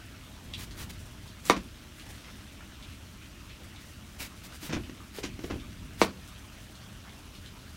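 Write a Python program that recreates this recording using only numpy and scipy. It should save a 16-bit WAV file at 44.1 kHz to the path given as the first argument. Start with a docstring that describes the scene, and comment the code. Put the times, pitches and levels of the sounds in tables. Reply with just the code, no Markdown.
"""Cutting a watermelon

A kitchen knife saws down through half a watermelon on a wooden board, twice, in a small quiet room.
The blade hisses through wet flesh, the rind tears in short crunches that thud in the fruit,
and each cut ends with the edge knocking on the board. Hands and sleeves stir faintly."""
import sys
import numpy as np
from scipy import signal
from scipy.fft import rfft, irfft, next_fast_len
from scipy.io import wavfile
from scipy.ndimage import uniform_filter1d

SR = 44100
rng = np.random.default_rng(int(sys.argv[2]) if len(sys.argv) > 2 else 0)


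def master_out(mix):
    """Clip the mix to full scale and print it as 16-bit PCM to the path in sys.argv[1]."""
    frames = np.transpose(np.atleast_2d(mix))
    ceiling = np.clip(frames, -1, 1)
    pcm = np.round(ceiling * 32767).astype(np.int16)
    wavfile.write(sys.argv[1], SR, pcm)


N = 342216
SIZE = SR // 2  # samples in one short sound
T = np.arange(SIZE) / SR
HZ = np.fft.rfftfreq(SIZE, 1 / SR)

# the arm shifts the knife or draws it out: middle_s, length_s, level_db
KNIFE_SHIFTS = [(1.0, 0.17, -58), (2.2, 0.45, -55.5), (3.9, 0.71, -65.5), (4.53, 0.086, -51),
                (6.3, 0.35, -59.5)]
# the edge hits the board: start_s, level_db, delay_at_1khz_s, crack_db, crack_length_s, ring_db, room_db
BOARD_KNOCKS = [(1.4980, 11.5, 0.001055, -16.5, 0.003, -26.5, -8.5),
                (6.0152, 12, 0.00115, -25.5, 0.012, -33.5, -10)]
# the rind tears: start_s, length_s, level_db, brightness_db_per_octave
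RIND_TEARS = [(1.564, 0.014, -38.5, -2.5), (4.695, 0.037, -43, -3.5), (4.725, 0.03, -34, -2),
              (4.76, 0.021, -35, -7), (5.231, 0.035, -36.5, 0), (5.437, 0.0041, -42.5, -2),
              (5.499, 0.032, -37.5, -5.5), (5.553, 0.022, -42, -9.5)]
# the wedged blade slips and jolts the fruit: start_s, level_db, pitch_hz
BLADE_SLIPS = [(4.629, -33, 298), (4.693, -27.5, 163), (4.895, -29, 309), (5.185, -23.5, 423),
               (5.391, -28.5, 322), (5.442, -23, 390), (5.54, -27, 318)]


def amp(db):
    """Turn decibels into a gain."""
    return 10 ** (np.asarray(db) / 20)


def unit(x):
    """Scale a sound to an average (rms) level of 1."""
    return x / np.sqrt(np.mean(x ** 2) + 1e-20)


def along(points, hz):
    """Read a curve of (pitch_hz, value) points on a log pitch scale."""
    pitches, values = np.transpose(points)
    return np.interp(np.log(hz + 1), np.log(pitches + 1), values)


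def filtered(x, response):
    """Scale each frequency in a sound by response(hz)."""
    size = next_fast_len(len(x) + SIZE)
    return irfft(rfft(x, size) * response(np.fft.rfftfreq(size, 1 / SR)), size)[:len(x)]


def coloured(x, tone, slope=0):
    """Give a sound a tone curve, tilted by slope dB per octave, at an average level of 1."""
    def response(hz):
        octaves = np.log2(np.maximum(hz, 100) / 1000)
        return amp(along(tone, hz) + slope * octaves)
    return unit(filtered(x, response))


def resonance(hz, centre, width):
    """The response of something that rings at one pitch and dies away."""
    return 1j * hz * width / (centre ** 2 - hz ** 2 + 1j * hz * width)


def add(track, start_s, sound):
    """Mix a sound into the track."""
    part = track[round(start_s * SR):][:len(sound)]
    part += sound[:len(part)]


def pops(size, per_s, spread_db):
    """Tiny random pops of uneven strength."""
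    happens = rng.random(size) < per_s / SR
    return happens * rng.choice([-1, 1], size) * amp(spread_db * rng.standard_normal(size))


def swells(moves):
    """A gain that rises and falls smoothly for each (middle_s, length_s, level_db)."""
    t = np.arange(N) / SR
    return sum(amp(db) * np.exp(-np.abs(2 * (t - middle) / length) ** 3) for middle, length, db in moves)


def aftermath(hits, rise_s, fall_s):
    """A gain that rises and dies away after each (start_s, level_db)."""
    out = np.zeros(N)
    for start, db in hits:
        add(out, start, amp(db) * (1 - np.exp(-T / rise_s)) * np.exp(-T / fall_s))
    return out


def room(x, gap_s=0.005, build_s=0.00099):
    """The kitchen's echo: a short gap, then a smooth tail whose treble dies first."""
    # time to fade by 60 dB: pitch_hz, fade_s
    fade_times = [(150, 0.49), (400, 0.19), (1000, 0.17), (4000, 0.15), (8000, 0.092), (15000, 0.086)]
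    # the echo's tone: pitch_hz, level_db
    echo_tone = [(60, -13), (190, 7.5), (380, -0.5), (1000, 2), (2000, 3), (3500, 4), (5500, 1.5),
                 (9000, 7.5), (15000, 1)]
    hz, t, bands = signal.stft(rng.standard_normal(SIZE), SR, nperseg=256)
    bands *= amp(-60 * t / along(fade_times, hz)[:, None])
    tail = signal.istft(bands, SR, nperseg=256)[1][:SIZE]
    spectrum = rfft(tail * (1 - np.exp(-T / build_s)))
    # many paths share the energy evenly between neighbouring bands
    spectrum /= np.sqrt(np.abs(uniform_filter1d(np.abs(spectrum) ** 2, size=120)))
    tail = irfft(spectrum * amp(along(echo_tone, HZ)), SIZE)[:SIZE * 3 // 4]
    return signal.fftconvolve(x, np.pad(tail, (round(gap_s * SR), 0)))[:len(x)]


def room_hiss():
    """The quiet room gives a faint, steady hiss."""
    # the hiss's tone: pitch_hz, level_db
    air_tone = [(150, -75), (250, -4), (277, 5), (324, 4.5), (360, -0.5), (467, -18.5), (627, 3.5),
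                (746, -13), (1320, -3.5), (2000, -8), (2940, -3), (4860, -12), (5980, -9), (11800, -15),
                (15800, -17.5)]
    return amp(-56.5) * coloured(rng.standard_normal(N), air_tone)


def rumble():
    """The room and resting hands rumble; it grows as hands lean or a tear shakes the table."""
    # the rumble's tone: pitch_hz, level_db
    low_tone = [(20, -44), (30, -8), (45, -3.5), (68, 0), (115, -4), (150, -11.5), (200, -8.5), (280, -15),
                (450, -27), (900, -74)]
    # the hands lean on the melon: middle_s, length_s, level_db
    leans = [(.73, 0.67, -44.5), (2.94, 0.26, -50.5), (4.95, 0.14, -51), (5.68, 0.98, -45)]
    shudder = aftermath([(start, db - 2.5) for start, _, db, _ in RIND_TEARS], rise_s=0.01, fall_s=0.05)
    moving = np.hypot(swells(leans), shudder) * coloured(rng.standard_normal(N), low_tone)
    resting = amp(-49) * coloured(rng.standard_normal(N), low_tone, slope=1)
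    return moving + resting


def rustle(steady_db=-56, flicker_db=3):
    """A faint hiss swells as the arm shifts; a brief noisy tail dies away after each knock."""
    hz, _, bands = signal.stft(pops(N, per_s=5000, spread_db=4), SR, nperseg=512)
    # the hiss flickers in short patches in the middle range, less in the treble
    depth = along([(4000, 1), (9000, 0.4)], hz)[:, None]
    patches = uniform_filter1d(rng.standard_normal(bands.shape), size=6, axis=0)
    patches = unit(uniform_filter1d(patches, size=8, axis=1))
    hiss = signal.istft(bands * amp(flicker_db * depth * patches), nperseg=512)[1][:N]
    hiss = coloured(hiss, [(300, -0.5), (1400, 3.5), (3000, 1), (6000, -5), (15000, -58)])
    level = np.hypot(amp(steady_db), swells(KNIFE_SHIFTS))
    tails = aftermath([(start, db - 42) for start, db, *_ in BOARD_KNOCKS], rise_s=0.004, fall_s=0.028)
    return (level + tails) * hiss


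def juice(rest_db=-72):
    """Juice makes tiny wet clicks: faint while the blade rests, louder as it shifts."""
    clicks = np.tanh(pops(N, per_s=110, spread_db=6) / 5)
    clicks = coloured(clicks, [(600, -5), (2500, -3.5), (6000, 5.5), (15000, -1.0)])
    clicks *= np.hypot(amp(rest_db), amp(-8) * swells(KNIFE_SHIFTS))
    return clicks + room(clicks)


def taps(touch_count=8, touch_db=-41, touch_hz=3480, scatter_octaves=0.38, touch_fade_s=0.046):
    """Steel and fingertips tap the skin: a sharp start and a brief band of noise."""
    # taps on the skin: start_s, peak_db, pitch_hz, fade_s (time to fall by 60 dB)
    timed_taps = [(.537, -25.5, 3140, 0.03), (.991, -49, 4500, .012), (1.4535, -32.5, 6600, 0.019),
                  (1.996, -40, 2860, 0.079), (2.245, -42, 2520, 0.023), (2.607, -40.5, 1510, 0.042),
                  (3.498, -43, 2650, 0.064), (4.204, -31, 2400, 0.032), (5.004, -40.5, 1310, 0.021),
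                  (7.094, -42, 3200, 0.03), (7.46, -39, 3700, 0.026)]
    touches = []  # fingertips also land at random
    for i, (when, pitch) in enumerate(rng.random((touch_count, 2))):
        start = (i + when) * N / SR / touch_count
        hz = touch_hz * 2 ** (scatter_octaves * (2 * pitch - 1))
        touches.append((start, touch_db, hz, touch_fade_s))
    out = np.zeros(N)
    for start, db, hz, fade_s in timed_taps + touches:
        fade = amp(-60 * T / fade_s) + 0.34 * amp(-60 * T / 0.0045)
        noise = rng.choice([-1, 1], SIZE) * fade
        tap = filtered(noise, lambda f: resonance(f, hz, width=0.66 * hz) ** 2)
        tap = amp(db) * tap / np.abs(tap).max()
        add(out, start, tap + amp(-2.5) * room(tap))
    return out


def slicing():
    """Each push of the blade bursts juicy cells in a short fizz."""
    # the blade slides through flesh: middle_s, length_s, level_db
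    strokes = [(0.616, 0.076, -43.5), (0.811, 0.081, -43.5), (0.905, 0.019, -42.5), (1.486, 0.076, -40),
               (3.81, .025, -56), (4.21, 0.042, -41.5), (4.24, 0.07, -43), (4.455, 0.051, -47.5),
               (4.652, 0.079, -42.5), (5.176, 0.072, -45.5), (5.45, 0.088, -53), (6.026, 0.07, -39.5)]
    # the wet flesh's tone: pitch_hz, level_db
    flesh_tone = [(200, 12.5), (700, 3), (2000, 8), (4000, 7), (7000, 3.5), (10000, 1), (15500, -0.5)]
    fizz = swells(strokes) * coloured(pops(N, per_s=6200, spread_db=-2), flesh_tone)
    return fizz + amp(-19) * room(fizz)


def knocks(ring_rise_s=0.0012, contact_hz=4200):
    """The edge snaps the last rind and hits the board: a crack, a hollow knock and a short ring."""
    # the ways the board flexes, struck at two places: pitch_hz, width_hz, first_knock_db, second_knock_db
    board_notes = [(360, 150, 1, -1.5), (460, 160, -3, 5.5), (650, 140, -5, -1.5), (920, 200, -11, -0.5),
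                   (1100, 130, 3, -18), (2100, 260, -6.5, -4), (3250, 500, -9, -19), (4900, 900, -17, -25)]
    # board and blade ring on: pitch_hz, fade_s (time to fall by 60 dB), first_knock_db, second_knock_db
    ring_notes = [(190, 0.42, -6, 3), (270, 0.18, 3.5, -15), (334, 0.087, -10, -21), (447, 0.097, 2.5, 12),
                  (602, 0.25, -16, -3), (790, 0.1, 1, -2), (912, 0.067, 6.5, 7), (987, 0.085, 10, -14),
                  (1103, 0.21, -18, -2), (1159, 0.11, 2, -10), (1370, 0.1, -14, -9), (1840, 0.1, 2, 7),
                  (2245, 0.11, 1.5, -3), (2410, 0.16, -5.5, -11)]
    # the snapping rind's tone: pitch_hz, level_db
    crack_tone = [(300, -29), (1000, -10), (1600, -2), (3300, 7.5), (5500, 2.5), (8500, -6.5),
                  (11000, -13.5), (15500, -17)]
    # nearby surfaces throw the treble back: delay_s, level_db
    walls = [(.0068, -9), (.0087, -10)]
    out = np.zeros(N)
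    for i, (start, db, lag_s, crack_db, crack_s, ring_db, room_db) in enumerate(BOARD_KNOCKS):
        body = sum(amp(levels[i]) * resonance(HZ, hz, width) for hz, width, *levels in board_notes)
        body *= resonance(HZ, 215, 170) * 1j * HZ  # a small board gives off little bass
        body /= (1 + 1j * HZ / contact_hz) ** 2  # wet wood softens the hit
        # high notes travel faster through the board, so the treble arrives first
        knock = irfft(body * np.exp(-4j * np.pi * lag_s * np.sqrt(1000 * HZ)), SIZE)
        crack_shape = (1 - np.exp(-T / 0.00084)) * np.exp(-(T / crack_s) ** 2)
        crack = crack_shape * coloured(rng.standard_normal(SIZE), crack_tone)
        blow = amp(db) * knock / np.linalg.norm(knock) + amp(crack_db) * crack
        ring = sum(amp(levels[i] - 60 * T / fade_s) * np.sin(2 * np.pi * (hz * T + rng.random()))
                   for hz, fade_s, *levels in ring_notes)
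        ring *= 1 - np.exp(-T / ring_rise_s)
        add(out, start, blow + amp(room_db) * room(blow) + amp(ring_db) * ring)
        treble = filtered(blow, lambda hz: 1j * hz / (1j * hz + 1200))
        for delay, wall_db in walls:
            add(out, start + delay * (1 + rng.normal(0, 0.014)), amp(wall_db) * treble)
    return out


def tearing(rise_share=0.047, slip_length_s=0.0086):
    """The tough rind gives way in clusters of snapping fibres; a slip snaps a few dull ones."""
    # the tearing rind's tone: pitch_hz, level_db
    rind_tone = [(150, -6), (500, 5.5), (1200, 6), (2500, 9), (4000, 5), (6000, 5), (8000, -5.5),
                 (15000, -20)]
    slip_crunches = [(start, slip_length_s, db - 16, -4) for start, db, _ in BLADE_SLIPS]
    out = np.zeros(N)
    for start, length, db, brightness in RIND_TEARS + slip_crunches:
        strain = (1 - np.exp(-T / (rise_share * length))) * np.exp(-(T / length) ** 3)
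        fibres = coloured(pops(SIZE, per_s=4000, spread_db=5), rind_tone, brightness)
        crunch = amp(db) * strain * fibres
        add(out, start, crunch + amp(-10) * room(crunch))
    return out


def thuds(sag=0.044, rise_s=0.0013, swings_to_fade=9.3):
    """Tears and slips make the fruit ring briefly; the pitch sags as the strain lets go."""
    # a tear jolts the fruit as it opens and as it lets go: share_of_tear_length, boost_db, pitch_hz
    recoils = [(0.252, 12.5, 315), (.65, 3.5, 235.4)]
    tear_jolts = [(start + share * length, db + boost_db, hz)
                  for start, length, db, _ in RIND_TEARS for share, boost_db, hz in recoils]
    out = np.zeros(N)
    for start, db, hz in BLADE_SLIPS + tear_jolts:
        pitch = hz * (1 + sag * (2 * np.exp(-T / 0.0028) - 1))
        loudness = amp(db + 2 - 60 * T * hz / swings_to_fade) * (1 - np.exp(-T / rise_s))
        thud = loudness * np.sin(2 * np.pi * np.cumsum(pitch) / SR)
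        add(out, start, thud + amp(-5) * room(thud))
    return out


def rubbing(pitch_hz=2660, width_hz=1800):
    """The edge drags over waxy skin, and its tiny catches make the blade ring."""
    # the edge seeks the next cut: middle_s, length_s, level_db
    rubs = [(2.88, 0.2, -58.5), (3.24, .05, -52.5), (3.52, 0.072, -56), (6.59, 0.069, -58)]
    catches = pops(N, per_s=2500, spread_db=5)
    scrape = filtered(catches, lambda hz: resonance(hz, pitch_hz, width_hz) ** 2)
    return swells(rubs) * unit(scrape)


def scene():
    """All the sounds meet at one close microphone."""
    cutting = knocks() + slicing() + tearing() + thuds() + taps() + rubbing() + juice()
    return (cutting + rumble() + room_hiss() + rustle())[None]


def record(dry, top_hz=15850):
    """Cut away the very highest treble."""
    return filtered(dry[0], lambda hz: hz < top_hz)[None]


dry = scene()
out = record(dry)
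master_out(out)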